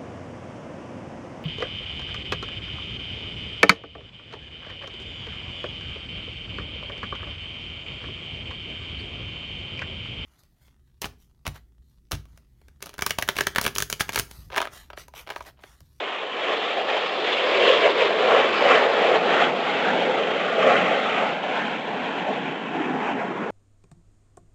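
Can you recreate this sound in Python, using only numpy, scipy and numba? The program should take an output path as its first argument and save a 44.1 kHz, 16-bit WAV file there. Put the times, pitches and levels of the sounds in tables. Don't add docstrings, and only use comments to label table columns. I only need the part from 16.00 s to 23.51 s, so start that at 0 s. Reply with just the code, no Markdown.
import sys
import numpy as np
from scipy import signal
from scipy.io import wavfile
from scipy.ndimage import uniform_filter1d, map_coordinates
from numba import njit

SR = 44100
rng = np.random.default_rng(int(sys.argv[2]) if len(sys.argv) > 2 else 0)


def master_out(mix):
    frames = np.transpose(np.atleast_2d(mix))
    ceiling = np.clip(frames, -1, 1)
    pcm = np.round(ceiling * 32767).astype(np.int16)
    wavfile.write(sys.argv[1], SR, pcm)


N = 331000


def from_db(db):
    return 10 ** (np.asarray(db) / 20)


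def rms_one(x):
    return x / np.sqrt(np.mean(x ** 2) + 1e-20)


def in_time(rows):
    t, *columns = np.transpose(rows)
    return np.array([np.interp(np.arange(N) / SR, t, column) for column in columns])


def drift(rate_hz):
    step = 40
    r = np.exp(-2 * np.pi * rate_hz * step / SR)
    noise = rng.standard_normal(N // step + 2002)
    slow = signal.lfilter([1], [1, -2 * r, r * r], noise)[2000:]
    return np.interp(np.arange(N) / step, np.arange(len(slow)), rms_one(slow))


def pole_radius(width_hz):
    return np.exp(-np.pi * width_hz / SR)


@njit
def moving_band(x, hz, r, sr):
    y = np.zeros(len(x))
    for i in range(2, len(x)):
        drive = (1 - r * r) / 2 * (x[i] - x[i - 2])
        y[i] = drive + 2 * r * np.cos(2 * np.pi * hz[i] / sr) * y[i - 1] - r * r * y[i - 2]
    return y


# t/s, lag/ms, strength/1 (0-1), depth/1 (0-1)
GROUND_REFLECTION = [(0, 1.68, .3, .05), (1, 1.62, .3, .1), (1.6, 1.85, .3, .4), (2, 1.85, .35, .4),
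                     (2.4, 1.62, .35, .2), (3, 1.56, .35, .15), (3.6, 1.5, .35, .25), (4.05, 1.32, .35, .5),
                     (4.25, 1.56, .45, .8), (4.42, 1.56, .45, .4), (4.62, 1.6, .5, .85), (5, 1.53, .5, .9),
                     (5.2, 1.47, .5, .7), (5.4, 1.28, .5, .85), (5.6, 1.25, .45, .95), (5.9, 1.24, .4, .7),
                     (6.2, 1.24, .35, .95), (6.6, 1.21, .3, .9), (6.8, 1.25, .25, .45), (7.5, 1.25, .2, .2)]
# t/s, f/Hz, depth/1 (0-1)
HIGHER_HOLLOW = [(0, 1580, 0.2), (1, 1600, 0.3), (2, 1500, 0.3), (2.9, 1500, 0), (3.5, 1716, .4),
                 (4, 1844, 0.4), (4.3, 1754, .4), (4.75, 1700, 0.5), (5.2, 1775, .5), (5.45, 1900, .8),
                 (5.75, 1925, 0.6), (5.9, 2155, .2), (6.05, 2170, 0.6), (6.5, 2125, 0.3), (7.5, 2150, 0)]
ECHO_DULL_HZ = 1160
LATE_LAG_MS, LATE_STRENGTH = 3.2, 0.14
HOLLOW_WIDTH_HZ, UPPER_WIDTH_HZ = 90, 97


def ground_echo(x):
    lag_ms, strength, depth = in_time(GROUND_REFLECTION)
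    b, a = signal.butter(1, ECHO_DULL_HZ, fs=SR)
    dull = signal.filtfilt(b, a, x)
    arrival = np.arange(N) - lag_ms * SR / 1000
    first = map_coordinates(dull, [arrival], order=3, mode="mirror")
    late = np.roll(dull, round(LATE_LAG_MS * SR / 1000))
    combed = (x + strength * first - LATE_STRENGTH * late) / np.sqrt(1 + strength ** 2)

    depth = np.clip(depth * (.68 + .4 * drift(5.)), 0, .98)
    notch_hz = (1 + .012 * drift(2.5)) * 1500 / lag_ms
    for _ in range(2):
        combed = combed - depth * moving_band(combed, notch_hz, pole_radius(HOLLOW_WIDTH_HZ), SR)

    upper_hz, upper_depth = in_time(HIGHER_HOLLOW)
    upper = moving_band(combed, upper_hz, pole_radius(UPPER_WIDTH_HZ), SR)
    return combed - np.clip(upper_depth, 0, .95) * upper


STRAY_LAG_MS, STRAY_ABOVE_HZ = (2.9, 4.7, 7.3), 1800
STRAY_WANDER, STRAY_STRENGTH = .05, .13


def stray_path(x):
    b, a = signal.butter(2, STRAY_ABOVE_HZ, "high", fs=SR)
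    treble = signal.filtfilt(b, a, x)
    for lag_ms in STRAY_LAG_MS:
        lag = lag_ms * SR / 1000 * (1 + STRAY_WANDER * drift(1.))
        delayed = np.interp(np.arange(N) - lag, np.arange(N), treble)
        x = x + STRAY_STRENGTH * drift(3.) * delayed
    return x


# t/s, level/dB (lift at its centre)
LIFTED_BAND = [(0, 4), (1.5, 2.5), (2.5, 2), (4, 3.5), (5.5, 2.5), (7.5, 4)]
LIFTED_HZ, LIFTED_WIDTH_HZ = 3270, 350


def lifted_band(x):
    centre_hz = LIFTED_HZ * (1 + 0.051 * drift(3.))
    band = moving_band(x, centre_hz, pole_radius(LIFTED_WIDTH_HZ), SR)
    return x + (from_db(in_time(LIFTED_BAND)[0]) - 1) * band


CRACKLES_PER_S = 60
CRACKLE_DB = 13.5


def crackle():
    born = rng.random(N) < CRACKLES_PER_S / SR
    excess_db = 2.6 * np.minimum(rng.exponential(1, N), 4)
    return born * from_db(CRACKLE_DB + excess_db)


def eddies(spread_db, rate_hz, shocks):
    return rng.standard_normal(N) * from_db(spread_db * drift(rate_hz)) + shocks


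# t/s, f/Hz (centre), width/octave, width/s, level/dB
BAND_FLARES = [(0.194, 4930, 0.46, 0.34, -7), (.52, 321, 0.33, 0.27, 4), (0.653, 3410, .2, 0.089, 6),
               (1.7, 3100, 0.11, 0.13, 4.5), (1.4, 2480, .2, 0.047, 2.5), (1.645, 260, 0.41, 0.16, 3),
               (1.77, 520, .5, .12, 2.5), (1.45, 420, .5, .2, -3), (3.75, 650, .5, .12, -2),
               (4.42, 650, .5, .15, -1.5), (5.1, 720, .5, .1, -1.5), (.8, 190, .6, 0.91, -2),
               (1.868, 640, .4, 0.041, 4), (2.345, 1100, 0.56, 0.09, 5), (2.77, 1500, .8, 0.12, 2),
               (2.578, 5050, 0.39, .1, 7), (2.682, 540, .3, 0.089, 3.5), (2.897, 4670, 0.22, 0.46, 5),
               (3.411, 1417, 0.39, 0.15, 5), (3.88, 1520, .25, .08, 6.5), (4.004, 291, .3, 0.11, 5),
               (4.5, 1515, .25, 0.1, 4), (4.575, 467, 0.27, 0.074, 4.5), (4.143, 450, 0.3, 0.13, 5.5),
               (4.734, 1400, .3, 0.099, 8), (4.76, 2230, 0.19, 0.035, 8), (5.225, 782, 0.25, .08, 9),
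               (5.64, 249, .3, .06, 5), (4.68, 720, .4, .07, 2.5), (5.4, 2370, 0.092, 1.2, 2),
               (6.8, 299, .25, .12, 5.5), (6.844, 550, 0.26, 0.42, -11), (6.295, 570, 0.5, 0.08, 4.5),
               (5.6, 950, .5, .03, 4), (5.92, 720, .3, .07, 3.5), (6.782, 790, 0.37, 0.071, 7),
               (6.894, 281, 0.34, 0.15, 6.5), (6.1, 3400, 0.55, 0.9, 2.5), (1.7, 4000, .5, .15, 2.5),
               (1.55, 2300, .3, 0.092, 3.5), (3.58, 1800, 1.2, 0.11, -2.5), (1.59, 500, .4, .05, 3.5),
               (2.655, 560, .5, .04, 2.5), (6.8, 4860, 0.36, .7, -7), (7.2, 786, 0.28, 0.36, 2),
               (7.072, 810, 0.54, 0.063, 4), (7.21, 1980, 0.37, 0.054, 5.5), (7.239, 745, 0.32, 0.062, 4)]


def flares_db(hz):
    coarse_s = np.arange(0, N, 100) / SR
    t, centre_hz, octaves, length_s, db = np.transpose(BAND_FLARES)[:, :, None]
    in_pitch = (np.log2(hz / centre_hz) / octaves) ** 2
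    in_moment = ((coarse_s - t) / length_s) ** 2
    bells = db * np.exp(-2 * in_pitch - 2 * in_moment)
    return np.interp(np.arange(N) / SR, coarse_s, bells.sum(axis=0))


# t/s, level/dB
RUMBLE_CURVE = [(0.03, -58), (0.28, -55.5), (2.73, -42.5), (2.77, -45.5), (3.53, -39), (3.6, -44),
                (3.89, -37), (4.57, -42), (4.63, -35.5), (4.88, -33.5), (5.01, -45), (5.16, -37.5),
                (5.59, -44.5), (5.61, -41), (6.5, -36), (6.59, -41), (6.96, -32), (7.04, -40.5),
                (7.15, -34.5), (7.48, -36.5)]
# t/s, level/dB
LEAN_CURVE = [(0, -1.5), (.8, -1), (1.301, -3), (1.7, -6), (2.1, -4), (2.45, -1.5), (2.7, -0.5), (3.1, -2),
              (3.45, 0.5), (3.9, -1), (4.3, -2.5), (4.701, 2), (5, 1), (5.298, 0), (5.701, -0.5), (6.1, 0),
              (6.5, -0.5), (6.85, -2.5), (7.15, 2.5), (7.352, -2), (7.5, 0)]
# t/s, level/dB
EDGE_CURVE = [(0, -12), (.8, -10), (1.35, -8), (1.8, -8.5), (2.301, -12), (2.6, -13.5), (3.1, -14),
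              (3.651, -11), (4.1, -13), (4.9, -13.5), (5.701, -14.5), (6.5, -15.5), (7.5, -23)]
# f/Hz, shares/1 of rumble, quick swells, brightness, lean and edge, drift/(dB/s)
REGION_ANSWERS = [(110, 1, .6, 0., 0., 0., 0.031), (199, 0.87, 0.44, -0.25, 0.41, 0.3, 0.28),
                  (273, 0.67, 0.43, 0.096, 0.56, -0.01, -0.21),
                  (350, 0.33, 0.57, -0.079, -0.69, -0.19, -0.035),
                  (520, 0.016, 0.97, -0.56, -0.12, 0.19, 0.23),
                  (760, 0.031, 0.78, -0.74, 0.92, 0.52, -0.066),
                  (1160, 0.14, 0.88, 0.82, 0.17, -0.31, 0.33), (1650, 0., 0.84, 0.32, 0.45, 0.099, 0.6),
                  (2350, 0.26, 1.2, 0.64, 0.25, 0.31, -.1), (3040, 0.044, 0.8, 0.58, 0.26, 0.65, -0.11),
                  (4040, 0., 0.6, 0.13, 0.21, 0.76, -.2), (5200, 0.01, 0.45, 0.42, 0.091, 0.99, -.4)]
SWELL_S = 1.7


def spectral_balance(level_db, bright_db):
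    rumble_db, lean_db, edge_db = [in_time(c)[0] for c in (RUMBLE_CURVE, LEAN_CURVE, EDGE_CURVE)]
    swell_db = level_db - uniform_filter1d(level_db, size=int(SWELL_S * SR), mode="nearest")
    rumble_over_db = rumble_db - level_db
    from_middle_s = (np.arange(N) - N / 2) / SR
    answer_hz, *answers = np.transpose(REGION_ANSWERS)

    def balance_db(hz):
        at_hz = [np.interp(np.log(hz), np.log(answer_hz), a) for a in answers]
        rumble, swell, bright, lean, edge, drift_db_per_s = at_hz
        return (rumble * (rumble_over_db - rumble_over_db.mean())
                + (1 - rumble) * (swell - 1) * swell_db
                + bright * (bright_db - bright_db.mean())
                + lean * (lean_db - lean_db.mean())
                + edge * (edge_db - edge_db.mean())
                + drift_db_per_s * from_middle_s)
    return balance_db


# t/s, level/dB, brightness/dB
ROAR_CURVE = [(0.03, -27.5, -0.5), (0.3, -32, -1), (0.53, -21, -1.5), (0.61, -27, -3), (0.71, -24.5, 0),
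              (0.75, -29, -4.5), (0.8, -24, -4), (0.84, -28.5, -7), (0.9, -21, -1.5), (1.09, -26.5, -1),
              (1.17, -25, -5), (1.21, -26.5, -3), (1.34, -21.5, 1.5), (1.36, -23, -1.5), (1.63, -16, -4),
              (1.69, -13.5, -2.5), (1.79, -18.5, -1.5), (1.87, -14.5, -4.5), (1.94, -24.5, -1.5),
              (2.02, -15.5, -3), (2.15, -22.5, -4), (2.35, -14, -6.5), (2.52, -22, 1.5), (2.6, -21.5, -1),
              (2.66, -14.5, -5.5), (2.69, -16, -0.5), (2.73, -16, -0.5), (2.77, -16.5, -1.5),
              (2.87, -18.5, -6), (2.89, -20.5, -4.5), (3.16, -17, -6), (3.2, -22, -5.5),
              (3.43, -17.5, -3.5), (3.53, -26.5, -5.5), (3.7, -23.5, 0), (3.93, -22, -7), (4.55, -24.5, -3),
              (4.6, -20, -7.5), (4.63, -21, 2), (4.65, -16.5, -8.5), (4.72, -16, -6), (4.74, -20.5, -3),
              (4.95, -22.5, -5), (5.18, -24, 1), (5.22, -22.5, -3.5), (5.4, -28.5, -5), (5.55, -24, -4.5),
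              (5.63, -27.5, -1), (5.86, -31, -5), (5.9, -28, -7), (6.15, -30.5, -3), (6.21, -27.5, -4),
              (6.25, -30, -7), (6.3, -27.5, -10.5), (6.36, -30, -3.5), (6.71, -31, -6), (6.77, -28.5, -5.5),
              (6.94, -30, -10), (7.03, -27, -6.5), (7.09, -27.5, -7), (7.16, -31.5, -9), (7.23, -29, -8.5),
              (7.33, -33.5, -5), (7.48, -30.5, -9.5)]
# f/Hz, level/dB (per Hz)
JET_SPECTRUM = [(100, -20), (190, -9), (250, -4), (330, -1), (430, 0.5), (530, 0), (630, -1.5), (750, -3),
                (950, -3.5), (1200, -6.5), (1700, -8.5), (2400, -9.5), (3200, -12.5), (3900, -14),
                (5000, -16), (6500, -30)]
SMOOTH_BELOW_HZ = 700
MIC_MAKEUP_DB = 2


def jets(shared_db, own_db):
    level_db, bright_db = in_time(ROAR_CURVE)
    balance_db = spectral_balance(level_db, bright_db)
    colour_hz, colour_db = np.transpose(JET_SPECTRUM)
    shocks = crackle()
    rough = [eddies(0.9, rate_hz=110.0, shocks=shocks), eddies(1.05, rate_hz=120.0, shocks=shocks)]
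    smooth = rng.standard_normal((2, N))
    together = drift(12.)
    edges_hz = 50 * 2 ** np.arange(0, 7.1, 1 / 4)
    roar = 0
    for k, (low, high) in enumerate(zip(edges_hz, edges_hz[1:])):
        hz = np.sqrt(low * high)
        source = rough if hz > SMOOTH_BELOW_HZ else smooth
        band_pass = signal.butter(2, [low, high], "band", fs=SR, output="sos")
        band = signal.sosfilt(band_pass, source[k % 2])
        alone = np.clip(hz / 500, .3, 1) * drift(14.7)
        flicker_db = shared_db * together + own_db * alone
        spectrum_db = np.interp(np.log(hz), np.log(colour_hz), colour_db)
        roar = roar + from_db(spectrum_db + balance_db(hz) + flicker_db + flares_db(hz)) * band
    heard = ground_echo(stray_path(lifted_band(roar)))
    return from_db(level_db + MIC_MAKEUP_DB) * rms_one(heard)


def scene():
    return jets(shared_db=0.52, own_db=1.4)[None]


MIC_LOW_HZ, MIC_HIGH_HZ, CUTOFF_HZ = 162, 3320, 8000
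GRIT_DB, GRIT_FOLLOWS_HZ = -17.5, 2460


def record(dry):
    low_cut = signal.butter(4, MIC_LOW_HZ, "high", fs=SR, output="sos")
    high_slope = signal.butter(5, MIC_HIGH_HZ, fs=SR, output="sos")
    heard = signal.sosfilt(high_slope, signal.sosfilt(low_cut, dry))

    follow = signal.butter(1, GRIT_FOLLOWS_HZ, "high", fs=SR, output="sos")
    bright = signal.sosfilt(follow, heard)
    level = np.sqrt(uniform_filter1d(bright ** 2, size=300) + 1e-12)
    grit = signal.lfilter([1], [1, -.3], rng.standard_normal(dry.shape))
    grit = signal.sosfilt(signal.butter(8, 7600, fs=SR, output="sos"), grit)

    steep_cut = signal.ellip(10, .5, 60, CUTOFF_HZ, fs=SR, output="sos")
    return signal.sosfilt(steep_cut, heard + from_db(GRIT_DB) * level * grit)


dry = scene()
out = record(dry)
master_out(out)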